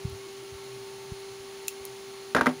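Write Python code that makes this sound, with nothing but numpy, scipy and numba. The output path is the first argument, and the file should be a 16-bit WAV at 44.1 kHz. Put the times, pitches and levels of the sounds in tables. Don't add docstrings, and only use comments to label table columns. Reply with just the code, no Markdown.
import sys
import numpy as np
from scipy import signal
from scipy.fft import rfft, irfft
from scipy.io import wavfile
from scipy.ndimage import uniform_filter1d, minimum_filter1d
from numba import njit

SR = 44100
rng = np.random.default_rng(int(sys.argv[2]) if len(sys.argv) > 2 else 0)


def to_linear_factor(level_db):
    exponent = np.asarray(level_db, float) / 20
    return 10 ** exponent


def waveform_to_disk(signal):
    frames = np.transpose(np.atleast_2d(signal))
    scaled = np.clip(frames, -1, 1) * 32767
    samples = np.round(scaled).astype(np.int16)
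    wavfile.write(sys.argv[1], SR, samples)


N = 114660
IMPACT_TOP_HZ = 15500


def curve(table, hz):
    a = np.array(table, float)
    return np.interp(np.log(hz + 1), np.log(a[:, 0]), a[:, 1])


def level(x, db):
    return x * to_linear_factor(db) / np.sqrt(np.mean(x ** 2))


def band(x, hz, width_hz):
    return signal.lfilter(*signal.iirpeak(hz, hz / width_hz, fs=SR), x)


def lowpass(x, order, hz):
    return signal.sosfilt(signal.butter(order, hz, fs=SR, output="sos"), x)


def ring(x, hz, t60_s):
    pole = np.exp(2j * np.pi * hz / SR - np.log(1000) / (t60_s * SR))
    return signal.lfilter([1], [1, -pole], x + 0j).imag


def strikes(times_s, db):
    x = np.zeros(N)
    np.add.at(x, (np.asarray(times_s) * SR).astype(int), to_linear_factor(np.asarray(db)))
    return x


def fade(x, t60_s):
    return signal.lfilter([1], [1, -np.exp(-np.log(1000) / (t60_s * SR))], x)


def walk(rate_hz):
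    k = int(SR / rate_hz)
    held = np.repeat(rng.standard_normal(N // k + 1), k)
    return 1.79 * uniform_filter1d(uniform_filter1d(held, k), k)[:N]


@njit
def hold(x, fall):
    y, e = np.empty(len(x)), 0.
    for i in range(len(x)):
        e = max(x[i], e * fall)
        y[i] = e
    return y


def air():
    # frequency [Hz], spectral level [dB].
    hiss_colour = [(25, -4), (60, -1), (130, -5.5), (220, 5.5), (700, -1), (950, 0.5), (1500, -1.5),
                   (3000, 0)]
    # centre [Hz], width [Hz], level [dB rms].
    housings = [(817, 156, -71.5), (1102, 35, -65.5), (2172, 100, -64), (4250, 440, -58),
                (6440, 240, -60.5)]
    # time [s], rumble level [dB rms].
    motor_load = [
        (0, -47.5),
        (.55, -67.5),
        (.66, -55),
        (1.05, -59.5),
        (1.2, -58),
        (1.6, -74),
        (1.95, -59.5),
        (2.3, -67.5),
        (2.6, -51),
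    ]
    hz = np.arange(N // 2 + 1) * SR / N
    spectrum = rfft(rng.standard_normal(N)) * to_linear_factor(curve(hiss_colour, hz)) * (hz < 15680)
    hiss = level(irfft(spectrum, N), -44.5)
    whistle = np.zeros(N)
    for f, width_hz, db in housings:
        tone = band(band(rng.standard_normal(N), f, width_hz), f, width_hz)
        whistle += level(tone, db) * to_linear_factor(0.77 * walk(7.17))
    load_gain = to_linear_factor(np.interp(np.arange(N) / SR, *np.array(motor_load).T))
    rumble = level(band(band(rng.standard_normal(N), 127, 19), 127, 19), 0) * load_gain
    return hiss * to_linear_factor(0.083 * walk(8.2)) + whistle + rumble


def motor(shaft_hz, orders, drift, flicker_db):
    turn = 2 * np.pi * np.cumsum(shaft_hz * (1 + drift * walk(3.03))) / SR
    out = np.zeros(N)
    for k, db in orders:
        gain = np.sqrt(2) * to_linear_factor(db + flicker_db * k ** .5 * walk(8.84))
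        out += gain * np.sin(k * turn + 2 * np.pi * rng.random())
    return out


def motors():
    # multiple of shaft pitch, level [dB rms].
    hum_orders = [(1, -72), (3, -44), (6, -61), (9, -69)]
    # multiple of shaft pitch, level [dB rms].
    fan_orders = [(2, -71), (3, -73), (4, -62.5), (5, -68), (6, -69)]
    return motor(130.38, hum_orders, .0008, .2) + motor(223.8, fan_orders, .00077, 1.0)


def bumps():
    # centre time [s], level [dB], pitch [Hz], length [s].
    pushes = [(.054, -20.5, 119, 0.0043), (.08, -34, 90, 0.007), (.103, -45, 100, 0.01),
              (0.129, -37, 79, 0.013), (.15, -41, 94, 0.011), (.197, -61, 130, 0.017),
              (.272, -42, 348, 0.0099), (.435, -47.5, 346, 0.016), (.527, -40.5, 101, 0.0074),
              (.553, -41, 79, 0.0079), (1.09, -50, 130, .007), (1.122, -26, 104, 0.0033),
              (1.315, -48.5, 115, 0.016), (1.405, -49, 100, 0.0064), (1.815, -49, 76, 0.0096)]
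    t = np.arange(N) / SR
    out = np.zeros(N)
    for s, db, hz, length_s in pushes:
        swell = np.exp(-((t - s) / length_s) ** 2)
        out += to_linear_factor(db) * swell * np.cos(2 * np.pi * hz * (t - s))
    return out


def snips():
    # start [s], level [dB], lowest frequency [Hz], ring share [dB].
    ticks = [
        (.098, -38, 6000, -30),
        (1.674, -35, 6500, -30),
        (1.6800, -23, 7900, -30),
        (1.682, -8.5, 2360, 1.5),
        (1.8523, -21.5, 5400, -32),
    ]
    # frequency [Hz], level [dB], t60 [s].
    jaw_modes = [(2590, -17.5, 0.03), (2690, -23.5, 0.056), (3650, -40, 0.0018), (7400, -2.5, 0.012),
                 (11360, 1, 0.0085)]
    rebound_s, rebound_db = .0007, -15
    burst_t60_s, tail_t60_s, tail_db = .0057, .1, -21.5
    out = np.zeros(N)
    for s, db, low_hz, ring_db in ticks:
        hit = strikes([s], [db])
        snap = strikes([s, s + rebound_s], [db, db + rebound_db])
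        noise = rng.standard_normal(N)
        tail = to_linear_factor(tail_db) * fade(hit, tail_t60_s) * lowpass(noise, 12, IMPACT_TOP_HZ)
        burst = fade(hit, burst_t60_s) * noise + tail
        jaws = np.zeros(N)
        for f, mode_db, t60_s in jaw_modes:
            share_db = ring_db if f < 8000 else 0
            jaws += to_linear_factor(mode_db + share_db) * ring(snap, f, t60_s)
        bright = to_linear_factor(7) * np.diff(burst, prepend=0)
        out += signal.lfilter(*signal.butter(3, low_hz, "high", fs=SR), bright + jaws)
    return out


def drop():
    # start [s], level [dB], table share [dB], crack level [dB].
    bounces = [
        (2.3477, -1.5, 14, -11),
        (2.3631, -5, 1, -19.5),
        (2.366, 0.5, -14.5, -26),
        (2.37, -26, -4, -29),
        (2.383, -14.5, 14, -31),
        (2.39, -23.5, 15.5, -41),
        (2.410, 1, 5, -14),
        (2.4592, -5.5, 9, -15.5),
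        (2.4672, 1, 9, -15),
        (2.497, -33, -9, -55),
    ]
    # frequency [Hz], level [dB], t60 [s].
    table_modes = [(157, -39, 0.2), (251.6, -19, .13), (321.3, -29, 0.16), (480, -19, 0.057),
                   (592.6, -21, .09), (744, -34.5, 0.15), (935, -29.5, 0.19), (1070, -49, 0.027),
                   (1305, -53, 0.055), (1510, -24.5, 0.027), (1616, -22, 0.051), (1890, -25, 0.034),
                   (2060, -28, 0.033), (360.5, -22.5, 0.078)]
    handle_hz, handle_width_hz = 1300, 760
    lag_cycles = .89
    s, db, body_db, crack_db = np.array(bounces).T

    knock = -strikes(s, db) * SR / handle_width_hz * to_linear_factor(-8)
    for _ in range(3):
        knock = band(knock, handle_hz, handle_width_hz)

    spot_db = 4.3 * rng.standard_normal((len(s), len(table_modes)))
    table = np.zeros(N)
    for k, (f, mode_db, t60_s) in enumerate(table_modes):
        sign = 1 if f < 700 else (-1) ** k
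        hits = strikes(s + lag_cycles / f, db + body_db + spot_db[:, k])
        table += sign * to_linear_factor(mode_db) * ring(hits, f, t60_s)
    table = signal.lfilter(*signal.butter(2, 157, "high", fs=SR), table)

    tick = strikes(s, crack_db)
    spray = to_linear_factor(-9.5 + 1.2 * walk(300)) * fade(tick, .14)
    mid = band(rng.standard_normal(N), 2000, 3400)
    treble = band(band(rng.standard_normal(N), 12000, 9000), 12600, 8200)
    crack = (fade(tick, .022) + spray) * (mid + to_linear_factor(-6) * treble)
    crack = lowpass(crack, 12, IMPACT_TOP_HZ)

    soft = lowpass(band(rng.standard_normal(N), 760, 2660), 4, 1700)
    tail = fade(strikes(s + .0014, db), .1) * level(soft, -18)
    return knock + to_linear_factor(-4.5) * table + crack + tail


def scene():
    return (air() + motors() + bumps() + snips() + drop())[None]


def roll_off(x):
    return signal.sosfilt(signal.butter(12, 16670, fs=SR, output="sos"), x)


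def record(dry):
    # frequency [Hz], gain [dB].
    mic_response = [(3000, 0), (7200, -5), (8050, -15), (9800, -3.5), (12600, -20.5), (13900, -18),
                    (14900, -8.5), (16300, -17)]
    limit_db, limit_share, ahead_s, release_s = -18.5, .4, .0066, .028
    hz = np.arange(N // 2 + 1) * SR / N
    x = irfft(rfft(dry[0]) * to_linear_factor(curve(mic_response, hz)), N)
    x = signal.sosfilt(signal.butter(2, 40, "high", fs=SR, output="sos"), x)
    x = lowpass(x, 12, 16100)
    ahead = int(ahead_s * SR)
    nearby_peak = -minimum_filter1d(-np.abs(x), 2 * ahead + 1)
    peak = hold(nearby_peak, np.exp(-1 / (release_s * SR)))
    gain = np.minimum(1, to_linear_factor(limit_db) / peak) ** limit_share
    gain = uniform_filter1d(gain, ahead)
    return roll_off((x * gain)[None])


dry = scene()
out = record(dry)
waveform_to_disk(out)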